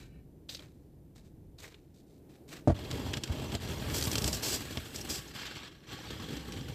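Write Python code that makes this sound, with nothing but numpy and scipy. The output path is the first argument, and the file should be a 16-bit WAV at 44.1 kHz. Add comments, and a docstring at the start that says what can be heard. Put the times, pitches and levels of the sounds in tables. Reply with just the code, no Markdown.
"""A plastic snow shovel is set down with a knock and pushed over snowy paving in a walled yard.
Its edge sticks and slips, rasping on the pavers, skimming now and then and cracking through frozen
crust, while bumps drum on the hollow scoop. Before the push, a few steps crunch on snow and grit,
and at the very start the carried shovel rattles faintly. A low outdoor hum lies underneath."""
import sys
import numpy as np
from scipy import signal
from scipy.fft import rfft, irfft
from scipy.io import wavfile

SR = 44100
rng = np.random.default_rng(int(sys.argv[2]) if len(sys.argv) > 2 else 0)


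def dump_mix(stems):
    """Bounce the given channels to the path in sys.argv[1] as a 16-bit WAV at rate SR."""
    frames = np.atleast_2d(stems).T  # one column per channel
    limited = np.clip(frames, -1, 1)  # hard clip at full scale
    pcm = np.round(limited * 32767).astype(np.int16)
    wavfile.write(sys.argv[1], SR, pcm)


N = 297234


def from_db(db):
    """Decibels to gain."""
    return 10 ** (np.asarray(db) / 20)


def rms_one(x):
    """Scale to unit rms."""
    return x / np.sqrt(np.mean(x ** 2) + 1e-20)


def add(track, s, sound):
    """Lay a short sound into a track at s seconds."""
    at = round(s * SR)
    track[..., at:at + sound.shape[-1]] += sound[..., :N - at]


def gains(rows, before=None):
    """One gain curve for each dB column of a table."""
    s, *columns = np.transpose(rows)
    return [from_db(np.interp(np.arange(N) / SR, s, db, before)) for db in columns]


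def swell(s, hold_s, attack_s, release_db_per_s):
    """Envelope of a contact: it builds, holds and dies away."""
    t = np.arange(N) / SR - s
    return np.clip(t / attack_s, 0, 1) * from_db(-release_db_per_s * np.maximum(t - hold_s, 0))


def burst(rise_s, t60):
    """Envelope of something that gives way within milliseconds and then crumbles."""
    t = np.arange(SR // 4) / SR
    return (1 - np.exp(-(t / rise_s) ** 2)) * from_db(-60 * t / t60)


def drift(rate_hz):
    """Smooth random modulation; rms 1."""
    pole = np.exp(-80 * np.pi * rate_hz / SR)
    slow = signal.lfilter([1], [1, -2 * pole, pole * pole], rng.standard_normal(N // 40 + 2002))[2000:]
    return np.interp(np.arange(N) / 40, np.arange(len(slow)), rms_one(slow))


def grains(per_s, spread_db):
    """Tiny impulses at random moments, a few larger than the rest; rms 1."""
    sizes = from_db(spread_db * np.minimum(rng.exponential(1, N), 4))
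    return rms_one((rng.random(N) < per_s / SR) * sizes * rng.choice([-1, 1], N))


def response(spectrum, size=4096):
    """Minimum-phase impulse response of an EQ curve, falling 30 dB an octave beyond its ends."""
    hz, db = np.transpose(spectrum)
    octave = np.log2(np.maximum(np.arange(size // 2 + 1), .5) * SR / size)
    points = np.log2(hz)
    beyond = np.abs(octave - np.clip(octave, points[0], points[-1]))
    level = np.interp(octave, points, db) - 30 * beyond
    cepstrum = irfft(np.log(from_db(level) + 1e-5))
    cepstrum[1:size // 2] *= 2
    cepstrum[size // 2 + 1:] = 0
    return irfft(np.exp(rfft(cepstrum)))


def colour(x, spectrum):
    """Shape white sound with an EQ curve, keeping its power."""
    impulse = response(spectrum)
    return signal.oaconvolve(x, impulse / np.linalg.norm(impulse))[:N]


def ring(x, hz, t60):
    """One mode: a unit click starts a decaying sine of height 1."""
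    pole, angle = from_db(-60 / (t60 * SR)), 2 * np.pi * hz / SR
    return signal.lfilter([0, np.sin(angle)], [1, -2 * pole * np.cos(angle), pole * pole], x + 1e-18)


def resonance(x, hz, width_hz):
    """Resonant band-pass with unity gain at its peak."""
    return signal.lfilter(*signal.iirpeak(hz, hz / width_hz, fs=SR), x + 1e-18)


# EQ of the outdoor bed: f/Hz, level/dB
HUM_EQ = [(25, 2), (45, -1), (70, 2), (105, -1.5), (150, 1), (210, -7), (305, -4.5), (430, -12), (560, -19),
          (850, -27), (1150, -37), (2500, -42), (7000, -47), (14000, -42)]
# Fader ride of the bed: t/s, level/dB, deep bass boost/dB
HUM_RIDE = [(0, -52, 3.5), (.6, -52, 0), (.9, -52.5, 0), (1.4, -52, 2), (1.9, -53.5, -1.5),
            (2.4, -47, -8.5), (2.65, -46, -5), (5.8, -50.5, -6)]
def outdoor_hum(trim_db=-2.0, bass_hz=204):
    """Distant low hum with a trace of hiss; its deep bass swells and sinks."""
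    level, bass_gain = gains(HUM_RIDE)
    air = colour(rng.standard_normal(N), HUM_EQ)
    bass = signal.sosfiltfilt(signal.butter(2, bass_hz, fs=SR, output="sos"), air)
    return from_db(trim_db) * level * (air + (bass_gain - 1) * bass)


def yard(x, t60=0.16, send_db=-17.5, predelay_s=0.0161):
    """The walls add a short, faint tail."""
    t = np.arange(SR) / SR
    tail = rng.standard_normal(SR) * from_db(-60 * t / t60) * (t > predelay_s)
    band = signal.butter(1, [400, 6000], "band", fs=SR, output="sos")
    tail = signal.sosfilt(band, tail / np.linalg.norm(tail))
    return x + from_db(send_db) * signal.oaconvolve(x, tail)[:N]


# Fader ride of the rattle: t/s, level/dB
RATTLE_RIDE = [(0, -65), (.04, -63), (.1, -75.5), (.18, -70.5), (.23, -85), (.3, -120)]
# Thin modes of the carried shovel: f/Hz, level/dB, t60/s
RATTLE_MODES = [(1555, -11, 0.15), (1830, -5, 0.046), (2350, 2, 0.027), (2590, -7, 0.052),
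                (2870, -11, 0.055), (3970, -6, 0.038)]
def rattle():
    """Light, quick touches keep the carried shovel ringing."""
    level, = gains(RATTLE_RIDE)
    touches = grains(per_s=770, spread_db=0.5)
    return level * rms_one(sum(from_db(db) * ring(touches, hz, t60) for hz, db, t60 in RATTLE_MODES))


# A sole lands or rolls: t/s, time under load/s, level/dB, crunch over grit/dB
STEPS = [(-0.01, 0.029, -62.5, 0), (0.485, 0.054, -56.5, 10), (0.58, 0.048, -61, -4.5),
         (1.148, 0.029, -65.5, 2.5), (1.235, 0.037, -76, 4), (1.579, .03, -59, 4),
         (1.617, 0.027, -53, -0.5), (1.71, 0.013, -63.5, -5), (1.935, .06, -77, 10), (2.06, 0.11, -80, 6),
         (2.287, 0.063, -70, -1.5), (2.477, 0.04, -59.5, 5), (2.504, 0.043, -52, -4)]
# EQs of the gritty body and the crunchy top of a step: f/Hz, level/dB
STEP_GRIT_EQ = [(400, 11), (900, 2.5), (1700, 3.5), (2400, 4), (3200, -0.5), (4500, -20)]
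STEP_CRUNCH_EQ = [(2700, -17), (3700, -1), (4600, -4.5), (6000, -6), (8000, -6), (9500, -15.5),
                  (14500, -13.5)]
def steps(attack_s=0.012, settle_db=-16.5, clump_db=2.5):
    """Soles crush snow and grit in small clumps; the crushed snow keeps creaking faintly."""
    power = np.zeros((2, N))
    for s, hold_s, db, tilt_db in STEPS:
        load = swell(s, hold_s, attack_s, release_db_per_s=246)
        settling = from_db(settle_db) * swell(s, hold_s, attack_s, release_db_per_s=63)
        layers = from_db([db - tilt_db / 2, db + tilt_db / 2])
        power += np.outer(layers, np.maximum(load, settling)) ** 2
    grit, crunch = np.sqrt(power)
    crush = grains(per_s=8000, spread_db=3.0) * rms_one(from_db(clump_db * drift(100)))
    return colour(crush * grit, STEP_GRIT_EQ) + colour(crush * crunch, STEP_CRUNCH_EQ)


# Grit clicks under a shoe: t/s, level/dB, f/Hz, t60/s
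CLICKS = [(0.491, -31.5, 3690, 0.07), (0.521, -43, 3670, 0.061), (0.547, -28.5, 3620, 0.038),
          (0.5694, -39.5, 3650, 0.04), (0.592, -37.5, 3180, 0.02), (0.621, -46, 3320, 0.022),
          (1.585, -44.5, 3750, 0.026), (1.642, -41.5, 1790, 0.055), (1.677, -45, 2000, 0.018),
          (1.7423, -41, 2710, 0.024)]
# Pitch-tracking EQ of a click: multiple of its pitch, level/dB
CLICK_EQ = [(.15, -3), (.27, -20), (.55, -6.5), (1.0, -1), (1.3, 3), (1.6, -7), (2.2, -14), (2.6, -24),
            (4.0, -23)]
def shoe_clicks(width_hz=190, upper_ratio=1.06, rise_s=0.00075):
    """Pinched grit cracks and rings briefly at two close pitches."""
    out = np.zeros(N)
    for s, db, hz, t60 in CLICKS:
        crumble = from_db(db) * burst(rise_s, t60) * rng.standard_normal(SR // 4)
        crack = colour(crumble, [(ratio * hz, level) for ratio, level in CLICK_EQ])
        rings = sum(resonance(crack, pitch, width_hz) for pitch in (hz, upper_ratio * hz))
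        add(out, s, (crack + rings) / 2)
    return out


# The scoop hits the ground and rebounds: t/s, level/dB, contact brightness/Hz
KNOCKS = [(2.6745, -14, 1000), (2.681, -10.5, 352), (2.696, -17, 500), (2.7022, -15.5, 600),
          (2.716, -20, 200), (2.913, -31.5, 500), (3.296, -13.5, 90.5), (3.552, -29, 920),
          (4.156, -28, 398), (4.246, -25.5, 393), (4.772, -25.5, 445)]
# Modes of scoop and shaft: f/Hz, level/dB, t60/s
SCOOP_MODES = [(93, -5, 0.12), (127, -7, 0.074), (250.5, -4, 0.071), (310, -7, 0.084), (445, -11.5, 0.045),
               (500, -18.5, 0.04), (600, -6, 0.06), (670, -3, 0.054), (756, -31, 0.06), (880, -28, 0.047),
               (1150, -18, 0.08), (1440, -23, 0.055), (1760, -27, 0.046)]
def knocks(tick_db=-26.0, tick_t60=0.069):
    """Cushioned blows set the scoop ringing, with a faint tick of grit."""
    force, grit, t = np.zeros(N), np.zeros(N), np.arange(SR // 5) / SR
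    for s, db, hz in KNOCKS:
        contact = t * np.exp(-2 * np.pi * hz * t)
        add(force, s, -from_db(db) * contact / contact.sum())
        add(grit, s, from_db(db + tick_db - 60 * t / tick_t60))
    body = sum(from_db(db) * ring(force, hz, t60) for hz, db, t60 in SCOOP_MODES)
    low_cut = signal.butter(4, 55, "high", fs=SR, output="sos")   # the ringing carries no deep bass
    tick_eq = [(500, 10.0), (1700, -4.5), (2800, -12.5), (7500, -20.0), (14000, -36)]
    return signal.sosfilt(low_cut, body) + colour(grit * rng.standard_normal(N), tick_eq)


# Resonances of the blade edge: f/Hz, width/Hz, level/dB
EDGE_MODES = [(1130, 21, 4.5), (1660, 115, -3.5), (2166, 32, -8), (2743, 54, -1), (2920, 38, -5),
              (3140, 50, 3), (3316, 120, 0.5), (4270, 10, 1.5), (4680, 74, -14), (4810, 47, 4),
              (5450, 110, 0), (5650, 170, 1), (6380, 36, -9), (7370, 130, 2), (7940, 110, 3)]
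def blade(x, ring_db=0.0, wander_db=3.5):
    """The edge rings with whatever grates on it; as the contact moves along it, modes come and go."""
    out = x.copy()
    for hz, width_hz, db in EDGE_MODES:
        strength = from_db(db + ring_db + wander_db * drift(1.4))
        out += strength * resonance(x, hz, width_hz)
    return out


# Ice snaps under the blade: t/s, level/dB, bright over mid crack/dB
SNAPS = [(2.6735, -49, 3), (2.9107, -36, -5), (3.1323, -35, -7), (3.1365, -37.5, -18), (3.1692, -37, -8),
         (3.2344, -32, -3), (3.274, -45.5, -8), (3.518, -42, -12), (3.549, -35.5, -9), (3.8975, -38.5, -9),
         (4.0098, -34.5, 1), (4.0235, -30.5, 1), (4.0372, -37.5, 13), (4.0505, -34, -1), (4.0768, -37, -2),
         (4.113, -32.5, 4.5), (4.1304, -34.5, 2), (4.1532, -28, -2), (4.1802, -29.5, 3), (4.2188, -37.5, 7),
         (4.2412, -30, 3), (4.3276, -32.5, 7), (4.771, -37, -13), (4.958, -39.5, 7), (5.0102, -45.5, 12),
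         (5.103, -46, 15), (5.432, -51, -15), (6.3675, -51, -2), (6.5205, -42.5, -7), (6.608, -49.5, -10.5)]
# EQs of the three layers of a snap: f/Hz, level/dB
THUD_EQ = [(50, -12), (110, 0), (350, -1), (600, -9), (1200, -22)]
MID_CRACK_EQ = [(700, -20), (1200, -4), (2200, -3), (3300, 0), (4100, 0), (5500, -16)]
BRIGHT_CRACK_EQ = [(3000, -28), (4400, 2.5), (5600, 4.5), (7600, 1.5), (9500, -6.5), (14500, -11)]
def ice_snaps(thud_db=-1.5, bright_db=3.0, click_db=10.0, rise_s=0.0021, t60=0.031):
    """A lump of ice breaks with one sharp click in a burst of grains, and thumps the scoop."""
    crumble, clicks = np.zeros((3, N)), np.zeros((3, N))
    for s, db, tilt_db in SNAPS:
        layers = from_db([db, db - tilt_db / 2, db + tilt_db / 2])[:, None]
        add(crumble, s, layers * burst(rise_s, t60))
        add(clicks, s + rise_s, layers * from_db(click_db))
    thud, mid, bright = clicks + crumble * grains(per_s=16000, spread_db=0.5)
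    cracks = colour(mid, MID_CRACK_EQ) + colour(bright * from_db(bright_db), BRIGHT_CRACK_EQ)
    return blade(cracks, ring_db=-4.0) + colour(thud * from_db(thud_db), THUD_EQ)


def pebbles(level_db=-8.0, t60=0.045, count=32):
    """Single stones are flicked from under the edge; each pings at a pitch of its own."""
    flicks = grains(per_s=220, spread_db=1.0)
    stone = rng.integers(0, count, N)
    pitches = np.geomspace(760, 6500, count) * rng.uniform(.97, 1.03, count)
    pings = sum(ring(flicks * (stone == k), hz, t60) for k, hz in enumerate(pitches))
    return from_db(level_db) * rms_one(pings)


def crust_growl(drive, level_db=-7.5):
    """Breaking crust makes the wall of the scoop growl."""
    fractures = grains(per_s=2800, spread_db=1.5)
    return from_db(level_db) * drive * rms_one(resonance(fractures, hz=360, width_hz=150))


# EQs of the scoop's rumble, near and far: f/Hz, level/dB
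RUMBLE_NEAR_EQ = [(30, -21), (42, -10), (62, 0.5), (86, 4.5), (130, 0.5), (175, -12), (215, -3.5),
                  (305, -7.5), (415, -8), (520, -13), (600, -8), (700, -17.5), (900, -14)]
RUMBLE_FAR_EQ = [(30, -25), (62, 4), (90, -5), (135, 2.5), (210, -5), (305, -3.5), (400, -12), (520, -10),
                 (690, -34.5), (790, -14), (900, -28)]
# Crossfade as the shovel moves off: t/s, far share/0-1
FAR_FADE = [(4.9, 0.32), (5.4, 0.77)]
def scoop_rumble(drive):
    """Bumps in the paving drum on the hollow scoop; its boom thins as it moves off."""
    bumps = drive * grains(per_s=2500, spread_db=1.5)
    far = np.interp(np.arange(N) / SR, *np.transpose(FAR_FADE))
    return colour(bumps * (1 - far), RUMBLE_NEAR_EQ) + colour(bumps * far, RUMBLE_FAR_EQ)


def stick_slip(judder_db=0.22, catches_per_s=55, catch_size=0.83, release_s=0.0097):
    """Force at the edge: it judders, and jumps each time it catches a stone; rms 1."""
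    jumps = (rng.random(N) < catches_per_s / SR) * rng.uniform(.3, 1.5, N)
    catches = signal.lfilter([1], [1, -np.exp(-1 / (release_s * SR))], jumps + 1e-18)
    return rms_one(from_db(judder_db * drift(51)) + catch_size * catches)


# Fader rides of the push: t/s, scoop rumble/dB, edge rasp/dB, treble boost from icy ground/dB
PUSH_RIDE = [(2.745, -42, -51.5, -3), (2.93, -37.5, -49, 0.5), (3.08, -34, -47.5, 1),
             (3.25, -43, -52.5, 0.5), (3.43, -35, -48, -1), (3.62, -41.5, -47.5, 0),
             (3.88, -33.5, -45, 3.5), (3.99, -38, -44.5, 9.5), (4.25, -35.5, -45, 7.5),
             (4.42, -41.5, -45.5, 3), (4.66, -43.5, -46.5, 2.5), (4.9, -46, -51, 5.5),
             (5.16, -44, -48.5, 5.5), (5.29, -49, -50.5, 3), (5.42, -50.5, -43, -6), (5.64, -52, -48.5, -8),
             (5.94, -47.5, -48, -5), (6.1, -42, -47, -3), (6.74, -40.5, -52.5, 0.5)]
# The blade rides up and skims: t/s, length/s, dip/dB
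SKIMS = [(3.18, 0.015, 16), (3.555, .045, 6), (5.198, 0.046, 3.5), (5.299, 0.037, 10), (5.674, 0.19, 14)]
# The blade ploughs through frozen crust: t/s, length/s, level/dB
CRUSTS = [(3.931, 0.052, -35.5), (4.248, 0.032, -35.5), (4.33, 0.018, -33.5), (4.42, 0.14, -34.5),
          (4.941, 0.021, -43), (5.089, 0.07, -37.5)]
def blade_load(crunch_db=-6.5, spray_db=-13.0, crunch_ice_share=0.4):
    """Envelopes of rumble, rasp, crunch and spray: all duck on a skim and rise in crust."""
    rumble, rasp, icy = gains(PUSH_RIDE, before=-120)
    crunch = rasp * icy ** crunch_ice_share * from_db(crunch_db)
    spray = rasp * icy * from_db(spray_db)
    dip_db = sum(db * swell(s, hold_s, attack_s=0.025, release_db_per_s=750) for s, hold_s, db in SKIMS)
    paving = from_db(-dip_db) * np.array([rumble, rasp, crunch, spray])
    patches = [from_db(db) * swell(s, hold_s, attack_s=0.016, release_db_per_s=400)
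               for s, hold_s, db in CRUSTS]
    crust_mix = from_db([-15, -12.5, 0, -9])   # rumble, rasp, crunch, spray
    return np.hypot(paving, np.outer(crust_mix, np.max(patches, axis=0)))


# EQs of stone rasp, ice crunch and fine spray: f/Hz, level/dB
RASP_EQ = [(410, -3.5), (700, -5), (997, -11.5), (1150, -1), (1310, -1.5), (1630, -0.5), (2290, -1),
           (3260, -1), (4400, -1.5), (5720, -32.5), (9680, -120)]
CRUNCH_EQ = [(2350, -6), (4000, -3), (5120, 1.5), (5550, -4), (6050, -2), (7610, -1.5), (8600, -7.5),
             (11200, -45.5), (18900, -120)]
SPRAY_EQ = [(4820, -35.5), (8200, -3), (10100, -9.5), (14000, -4.5), (14600, -12.5), (15000, -23)]
def scrape(rasp_db=-3.5, crunch_db=-3.5, spray_db=1.5):
    """Each slip of the shovel's edge sheds a flurry of grains and shakes the scoop."""
    rumble, rasp, crunch, spray = blade_load()
    slips = stick_slip()
    stone = slips * grains(per_s=7000, spread_db=3.5)
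    ice = slips * grains(per_s=10000, spread_db=0.0)
    edge = colour(stone * rasp * from_db(rasp_db), RASP_EQ)
    edge += colour(ice * crunch * from_db(crunch_db), CRUNCH_EQ)
    sizzle = colour(ice * spray * from_db(spray_db), SPRAY_EQ)
    scoop = scoop_rumble(slips * rumble) + crust_growl(slips * crunch)
    return blade(edge) + rasp * pebbles() + sizzle + scoop


# Stereo width: f/Hz, side level/dB
SIDE_EQ = [(30, -19), (70, -18), (180, -30), (350, -32), (700, -26), (1400, -24), (5000, -25), (7000, -23),
           (9500, -14), (13000, -10.5)]
def scene():
    """Everything sits in the centre; mainly scattered treble differs between the ears."""
    mid = yard(rattle() + steps() + shoe_clicks() + knocks() + scrape() + ice_snaps()) + outdoor_hum()
    scatter = rng.standard_normal(SR // 50)
    widener = np.convolve(scatter / np.linalg.norm(scatter), response(SIDE_EQ))
    side = signal.oaconvolve(mid, widener)[:N]
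    return np.array([mid + side, mid - side])


# EQ of the microphone hiss: f/Hz, level/dB
HISS_EQ = [(4000, -16), (6500, -3), (8000, -1.5), (10000, -4), (14500, 2.5)]
def record(dry, hiss_db=-84, low_cut_hz=38, high_cut_hz=14900):
    """Each small microphone hisses faintly and loses the deepest bass; the top is cut steeply."""
    hiss = from_db(hiss_db) * np.array([colour(noise, HISS_EQ) for noise in rng.standard_normal((2, N))])
    thin = signal.sosfilt(signal.butter(2, low_cut_hz, "high", fs=SR, output="sos"), dry + hiss)
    return signal.sosfilt(signal.ellip(12, .2, 80, high_cut_hz, fs=SR, output="sos"), thin)


dry = scene()
out = record(dry)
dump_mix(out)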